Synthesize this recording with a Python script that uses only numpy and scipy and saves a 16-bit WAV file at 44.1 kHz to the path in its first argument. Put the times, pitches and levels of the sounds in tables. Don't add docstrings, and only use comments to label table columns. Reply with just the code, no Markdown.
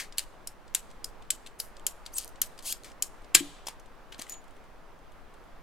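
import sys
import numpy as np
from scipy import signal
from scipy.io import wavfile
from scipy.ndimage import uniform_filter1d

SR = 44100
rng = np.random.default_rng(int(sys.argv[2]) if len(sys.argv) > 2 else 0)


def digitize_waveform(pressure):
    field = np.atleast_2d(pressure).T
    bounded = np.clip(field, -1, 1)
    quanta = np.round(bounded * 32767).astype(np.int16)
    wavfile.write(sys.argv[1], SR, quanta)


def how_loud(loudness_db):
    steps = np.asarray(loudness_db, float) / 20
    return 10 ** steps


N = 247842

# hz, density_db (dB per Hz)
PLASTIC = [(710, -54), (1200, -30.5), (3110, -4), (3870, -7.5), (4450, -2), (5840, -6.5), (6440, -2.5),
           (11300, -3), (16000, -17)]


def evened(x):
    return x / np.sqrt(np.mean(x ** 2) + 1e-20)


def read(points, hz):
    f, value = np.transpose(points)
    return np.interp(np.log(hz + 1), np.log(f + 1), value)


def add(mix, s, sound):
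    at = round(s * SR)
    sound = sound[..., max(-at, 0):]
    part = mix[:, max(at, 0):][:, :np.shape(sound)[-1]]
    part += sound[..., :part.shape[1]]


def colour(x, points):
    log_gain = np.log(how_loud(read(points, abs(np.fft.fftfreq(1024, 1 / SR)))))
    taps = np.fft.ifft(np.exp(np.conj(signal.hilbert(log_gain)))).real[:512]
    filtered = signal.fftconvolve(np.atleast_2d(x), taps[None], axes=1)
    return filtered[:, :np.shape(x)[-1]].reshape(np.shape(x))


def ring(x, hz, width_hz):
    r = np.exp(-np.pi * width_hz / SR)
    return signal.lfilter([1 - r, 0, r - 1], [1, -2 * r * np.cos(2 * np.pi * hz / SR), r * r], x)


def hit(db, hz, low_db, high_db, ms, body_db, ring_db, fade_ms):
    # hz, width_hz, level_db
    modes = [(3060, 110, 4.5), (4830, 160, -11.5), (6320, 410, -7), (6950, 530, -3), (7910, 370, 3.5),
             (8300, 200, -3), (9700, 340, -17.5), (12200, 300, 0), (14200, 340, -18.5)]
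    t_ms = np.arange(1400) / SR * 1000
    luck, size = rng.random(len(t_ms)), rng.standard_normal(len(t_ms))
    fade = np.exp(-np.maximum(t_ms - ms, 0) / fade_ms)
    chatter = size * (0.35 + (luck < .2)) * fade * np.minimum(t_ms / 0.27, 1)
    shape = [(500, low_db - 25.5), (1300, low_db - 7.5), (2300, low_db), (3500, low_db + 4.0),
             (5000, -13.5), (8500, -11.0),
             (10500, high_db), (14500, high_db - 7.5), (16000, high_db - 18.0)]
    crack, away = colour(np.array([chatter, t_ms == 0]), shape)
    crack, away = evened(crack), evened(away)
    body = how_loud(body_db) * evened(sum(how_loud(d) * ring(crack, f, w) for f, w, d in modes))
    loudest = how_loud(ring_db) * evened(ring(ring(chatter, hz, 1400), hz, 1400))
    toward = crack + body + loudest
    around = 1.1 * away + .4 * loudest + 1.2 * body
    return how_loud(db) * np.array([toward, around]) / abs(toward).max()


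def tick(db, hz, low_db, high_db, ms):
    return hit(db, hz, low_db, high_db, ms, body_db=-18.5, ring_db=-5.0, fade_ms=2.9)


def knock(db, hz, t60):
    t = np.arange(9000) / SR
    tone = how_loud(db - 60 * t / t60) * np.sin(2 * np.pi * hz * t) * np.minimum(t * hz / .7, 1)
    return np.outer([1, .35], tone)


def slips(rows, tone, hiss_db, smear):
    s, *columns = np.transpose(rows)
    t = np.arange(s[0], s[-1], 1 / SR)
    rate, db, uneven = (np.interp(t, s, c) for c in columns)
    wobble, grit = rng.standard_normal((2, len(t)))
    turns = np.cumsum(rate * np.exp(uneven * evened(uniform_filter1d(wobble, 60)))) / SR
    lag = smear * rng.standard_normal(90)
    pulses = sum(np.cos(2 * np.pi * k * turns + lag[k]) * (k * rate < 17000) for k in range(1, 90))
    pulses = pulses / np.sqrt(np.maximum(17000 // rate, 1) / 2)
    puffs = grit * (0.27 + np.exp(-(turns % 1) / 0.25))
    drive = pulses + how_loud(hiss_db) * puffs
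    return s[0], how_loud(db) * evened(colour(drive, tone)) * signal.windows.tukey(len(t), .03)


def pawl_clicks(tool):
    # start_s, peak_db, ring_hz, low_db, high_db
    clicks = [(0.182, -9, 4000, -17.5, -10.5), (0.1913, -18.5, 4450, -13, -11),
              (0.4722, -21.5, 8900, -19, -7.5), (0.7477, -8, 7480, -16, -9), (1.043, -19.5, 5280, -25, -11),
              (1.304, -11, 7600, -18.5, -12), (1.6001, -17, 5020, -21, -7), (1.8658, -8.5, 7430, -20.5, -7),
              (2.1816, -13.5, 11100, -25, -12.5), (2.416, -7, 12200, -19, -9),
              (2.7239, -18, 11800, -20.5, -15), (3.023, -11, 7440, -24, -9.5)]
    for s, *row in clicks:
        add(tool, s, hit(*row, ms=2.82, body_db=-9.5, ring_db=-3.5, fade_ms=1.8))


def tube_parting(tool):
    # peak_db, ring_hz, t60_s
    part_modes = [(-24, 70, .025), (-20, 190, 0.013), (-18, 330, .025), (-16.5, 430, 0.015),
                  (-19.5, 760, .012), (-21, 1100, .012), (-15, 1600, .03), (-17, 2350, 0.039),
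                  (-20, 2300, .05), (-19.5, 6600, .05), (-8.5, 7200, .045), (-22, 10530, .03)]
    part_s, lag_s = 3.3482, .0015
    add(tool, part_s, hit(4, 5000, -12, -11.5, ms=3.6, body_db=-8.5, ring_db=-12.5, fade_ms=2.7))
    for mode in part_modes:
        add(tool, part_s + lag_s, knock(*mode))


def small_snaps(tool):
    # start_s, peak_db, ring_hz, brightness_db
    snaps = [(1.7964, -38.5, 3160, -5.5), (2.2452, -26.5, 10200, 9), (2.2558, -41, 7140, 3),
             (2.2777, -31, 7230, 8), (2.2916, -38, 6460, 5), (2.625, -38.5, 11200, 1),
             (2.835, -35.5, 4480, -2.5), (3.4, -24, 7780, -8.5), (4.1814, -45, 10700, -2),
             (4.2105, -42.5, 12500, 8.5), (4.221, -25.5, 5440, -1.5), (4.296, -23.5, 6920, 8)]
    for s, db, hz, bright_db in snaps:
        add(tool, s, hit(db, hz, -18 - bright_db, -13.5 + bright_db, ms=0.69,
                         body_db=-9.5, ring_db=-9.5, fade_ms=.8))


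def pin_and_knocks(tool):
    # start_s, peak_db, ring_hz, t60_s
    dull = [(3.371, -48.5, 167.3, 0.52), (3.405, -31.5, 288.6, 0.21), (3.406, -34.5, 342, 0.1),
            (3.36, -42, 302, .12), (3.6691, -25, 790, .007), (3.6839, -24.5, 901, 0.0085),
            (4.1918, -31, 254, 0.023), (4.1941, -40, 497, 0.012), (4.1961, -35, 714, 0.014),
            (4.2204, -39, 1150, 0.014), (4.267, -44, 2010, .02)]
    # start_s, peak_db, ring_hz, t60_s
    steel = [(.4741, -36, 5451, .031), (0.4846, -57.5, 5380, 0.11), (.49, -63, 5520, .11),
             (.7491, -39, 7741, 0.041), (1.0451, -45, 5201, .05), (1.3051, -29, 7941, .045),
             (4.1971, -43, 10701, 0.026), (4.2955, -41, 6921, 0.22), (4.3214, -34.5, 6908, 0.16),
             (4.2971, -41.5, 14501, .051)]
    for s, *row in dull + steel:
        add(tool, s, knock(*row))


def blade_in_plastic(tool):
    # start_s, slip_rate_hz, level_db, unevenness (0-1)
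    squeak = [(2.12, 2100, -67, 0.08), (2.131, 4800, -56, 0.01), (2.141, 6700, -40.5, .03),
              (2.149, 8900, -46.5, 0.07), (2.169, 8300, -30.5, 0.05), (2.173, 8600, -33.5, 0.22),
              (2.181, 3600, -42, 0)]
    # start_s, slip_rate_hz, level_db, unevenness (0-1)
    judder = [(2.186, 499, -36, 0.43), (2.2, 241.5, -44.5, 0.44), (2.241, 194, -50, 0.44)]
    # start_s, slip_rate_hz, level_db, unevenness (0-1)
    creak = [(2.624, 200, -52, 0.19), (2.642, 552, -52.5, 0.13), (2.657, 1000, -38.5, .03),
             (2.677, 1450, -34, 0.054), (2.68, 1073, -35.5, .05), (2.705, 1570, -35, .05),
             (2.729, 1695, -36.5, 0.085)]
    add(tool, *slips(squeak, PLASTIC, hiss_db=-6, smear=.1))
    add(tool, *slips(judder, PLASTIC, hiss_db=-5, smear=.3))
    add(tool, *slips(creak, PLASTIC, hiss_db=-7, smear=.9))


def pawl_slide_and_drag(tool):
    # start_s, slip_rate_hz, level_db, unevenness (0-1)
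    slide = [(1.587, 11000, -60, .02), (1.594, 6500, -48, 0.1), (1.6, 5800, -42, .05)]
    # start_s, slip_rate_hz, level_db, unevenness (0-1)
    drag = [(1.61, 500, -54, .3), (1.65, 220, -57, 0.32), (1.71, 83, -70, .2)]
    # hz, density_db (dB per Hz)
    drag_tone = [(2000, -40), (5000, -8.5), (8000, -7), (11500, 0), (14000, -5), (16000, -17)]
    add(tool, *slips(slide, PLASTIC, hiss_db=0, smear=.15))
    add(tool, *slips(drag, drag_tone, hiss_db=-1, smear=0.37))


def handle_ticks(tool):
    # start_s, peak_db, ring_hz
    take_up = [(0.1236, -34.5, 4900), (0.6784, -49, 4870), (1.2221, -46, 3460), (1.2494, -58, 3370),
               (1.7664, -38, 4600), (2.3571, -45, 3830), (2.916, -45.5, 4960), (3.2194, -53.5, 8036),
               (3.244, -46, 4687)]
    # start_s, peak_db, ring_hz
    let_go = [(0.0354, -41, 9100), (0.9028, -47.5, 4700), (0.9118, -45.5, 3400), (1.4628, -35, 3600),
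              (1.4706, -36, 3060), (2.0539, -45.5, 4830), (2.0622, -29, 4260), (2.5775, -42, 4690),
              (2.589, -34, 4820), (2.6044, -46, 3750), (2.8439, -35.5, 7910), (2.8994, -50.5, 3233)]
    # start_s, peak_db, ring_hz
    leads = [(.174, -36.5, 5000), (.741, -41, 6000), (3.3432, -30, 8000), (3.3457, -16, 6860),
             (3.658, -47, 6900), (4.216, -29, 4380), (4.278, -48, 7900), (4.337, -41, 9000)]
    for s, *row in take_up:
        add(tool, s, tick(*row, low_db=-11, high_db=-27, ms=2.8))
    for s, *row in let_go:
        add(tool, s, tick(*row, low_db=-12.5, high_db=-17.5, ms=3.114))
    for s, *row in leads:
        add(tool, s, tick(*row, low_db=-11.5, high_db=-11.5, ms=3.3))


def gravel_landings(tool):
    # start_s, peak_db, ring_hz, brightness_db
    landings = [(3.6686, -24.5, 5330, 1.8), (3.6837, -25.5, 3224, 4), (3.7968, -46.5, 6110, 2.5),
                (3.8588, -52, 3000, -1), (4.123, -33, 3530, -20), (4.1438, -39.5, 3990, -11),
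                (4.1922, -35, 6020, -5), (4.1953, -30, 10400, -1), (4.266, -44, 7050, -7),
                (4.3204, -34, 6880, 6), (4.3413, -41.5, 6880, -8)]
    for s, db, hz, bright_db in landings:
        add(tool, s, tick(db, hz, -14.5 - bright_db, -16.5 + bright_db, ms=2.9))


def stones_and_fingers(tool):
    # start_s, peak_db
    touches = [(4.4157, -54), (4.4404, -51), (4.4804, -50), (4.5076, -51.5), (4.565, -51.5),
               (4.6394, -53.5), (4.9894, -58), (5.1192, -55), (5.3394, -51), (5.4394, -56)]
    for s, db in touches:
        add(tool, s, tick(db, hz=3400, low_db=-18, high_db=-15, ms=2.57))


def rub(rows):
    # hz, density_db (dB per Hz)
    rub_tone = [(710, -39.5), (1200, -10.5), (1510, -13), (1770, 1.5), (2680, -4.5), (7660, -6),
                (15000, -17), (16000, -28.5)]
    s, db = np.transpose(rows)
    t = np.arange(s[0], s[-1], 1 / SR)
    grit = rng.standard_normal(len(t)) * how_loud(2.6 * rng.exponential(1, len(t)))
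    level = how_loud(np.interp(t, s, db) - 4.5)
    return s[0], level * evened(colour(grit, rub_tone)) * signal.windows.tukey(len(t), .1)


def hand_rubs(tool):
    # start_s, length_s, level_db, change_db (over the stroke)
    strokes = [(-.012, 0.075, -26, -30), (2.841, .06, -45, -11.5), (3.665, 0.013, -44.5, 2.5),
               (4.119, .03, -44.5, -22), (4.182, 0.038, -50, 5), (4.284, 0.042, -48, -4)]
    rise_s, rise_db, fall_s, fall_db = 0.0055, -6, 0.038, -15
    for start, length, db, change_db in strokes:
        end, end_db = start + length, db + change_db
        add(tool, *rub([(start, db + rise_db), (start + rise_s, db),
                        (end, end_db), (end + fall_s, end_db + fall_db)]))


def at_microphone(toward):
    # hz, left_minus_right_db
    tool_tilt = [(1000, 7), (3000, 4), (8000, 3), (13000, 0)]
    left, right = (colour(toward, [(f, side * db) for f, db in tool_tilt]) for side in (.5, -.5))
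    delay = np.sinc(np.arange(-32, 33) - .4) * np.hanning(65)
    return np.array([signal.oaconvolve(left, delay, "same"), right])


def wall_slap(toward):
    # hz, gain_db
    wall_tone = [(800, -13), (2000, -2.5), (8000, -0.2), (11000, -10.5), (16000, -18.5)]
    slap = np.zeros((2, N))
    add(slap, 0.045, colour(toward, wall_tone))
    return how_loud(-29) * slap


def echoes(x, decays, start_s, build_s, wall_s, drop_db):
    hz, t, z = signal.stft(rng.standard_normal((2, SR)), SR, nperseg=128)
    tail = signal.istft(z * how_loud(-60 * t / read(decays, hz)[:, None]), SR, nperseg=128)[1]
    t = np.arange(tail.shape[1]) / SR
    build = np.clip((t - start_s) / build_s, 0, 1)
    tail *= build * how_loud(-drop_db * np.clip((t - wall_s) / 0.0092, 0, 1))
    tail[1] = 0.48 * tail[0] + 0.74 * tail[1]
    return signal.fftconvolve(x[None], tail / np.linalg.norm(tail[0]), axes=1)[:, :N]


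def surroundings(away):
    # hz, t60_s
    near_decay = [(1000, .15), (3000, 0.1), (8000, 0.08), (15000, 0.05)]
    # hz, t60_s
    yard_decay = [(1000, 0.36), (3000, .35), (8000, 0.32), (15000, .28)]
    # hz, t60_s
    far_decay = [(500, 0.9), (3000, 1), (8000, 0.61), (15000, .3)]
    near = echoes(away, near_decay, start_s=0.0025, build_s=.004, wall_s=0.073, drop_db=12)
    yard = echoes(away, yard_decay, start_s=.012, build_s=.011, wall_s=.058, drop_db=18)
    far = echoes(away, far_decay, start_s=0.02, build_s=0.034, wall_s=.2, drop_db=.1)
    return how_loud(-9.0) * near + how_loud(-20) * yard + how_loud(-29) * far


def wash():
    # hz, density_db (dB per Hz)
    wash_tone = [(6, 7.5), (15, 7), (25, 0.5), (50, -8.5), (110, -16.5), (250, -16), (550, -14.5),
                 (1100, -16), (2000, -24.5), (4000, -34.5), (8000, -42), (15000, -45), (16500, -52)]
    # hz, likeness (of left and right)
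    likeness = [(60, 0.35), (180, 0.52), (550, 0.65), (1650, 0.666), (4970, 0.5), (15000, -0.0)]
    # hz, left_minus_right_db
    wash_tilt = [(60, 1.1), (240, 0.0), (950, -1.5), (3770, -0.11), (15000, 1.0)]
    frames, hz = N // 1024 + 5, np.fft.rfftfreq(4096, 1 / SR)
    a, b, c, d, patches = rng.standard_normal((frames, 2049, 5)).T
    patches = evened(uniform_filter1d(uniform_filter1d(patches, 40, 0), 3, 1))
    swell = evened(uniform_filter1d(rng.standard_normal(frames), 15))
    same = np.clip(read(likeness, hz), -1, 1)[:, None]
    left, other = a + 1j * b, c + 1j * d
    z = np.array([left, same * left + np.sqrt(1 - same ** 2) * other])
    z *= how_loud(read(wash_tone, hz)[:, None] + 0.72 * patches + 0.54 * swell)
    z *= how_loud(np.multiply.outer([.5, -.5], read(wash_tilt, hz)))[:, :, None]
    sound = signal.istft(z, nperseg=4096, noverlap=3072)[1][:, :N]
    return how_loud(-51.5 + 2.5) * evened(sound)


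def scene():
    tool = np.zeros((2, N))
    for source in (pawl_clicks, tube_parting, small_snaps, pin_and_knocks, blade_in_plastic,
                   pawl_slide_and_drag, handle_ticks, gravel_landings, stones_and_fingers, hand_rubs):
        source(tool)
    toward, away = tool
    return at_microphone(toward) + wall_slap(toward) + surroundings(away) + wash()


def low_pass(x):
    return signal.sosfilt(signal.butter(12, 16680, fs=SR, output="sos"), x)


def record(dry):
    limited = .8 * np.tanh(dry / .8)
    edge = signal.firwin(255, 16300, window=("kaiser", 9), fs=SR)
    mix = signal.oaconvolve(limited, edge[None], "same")
    return low_pass(mix)


dry = scene()
out = record(dry)
digitize_waveform(out)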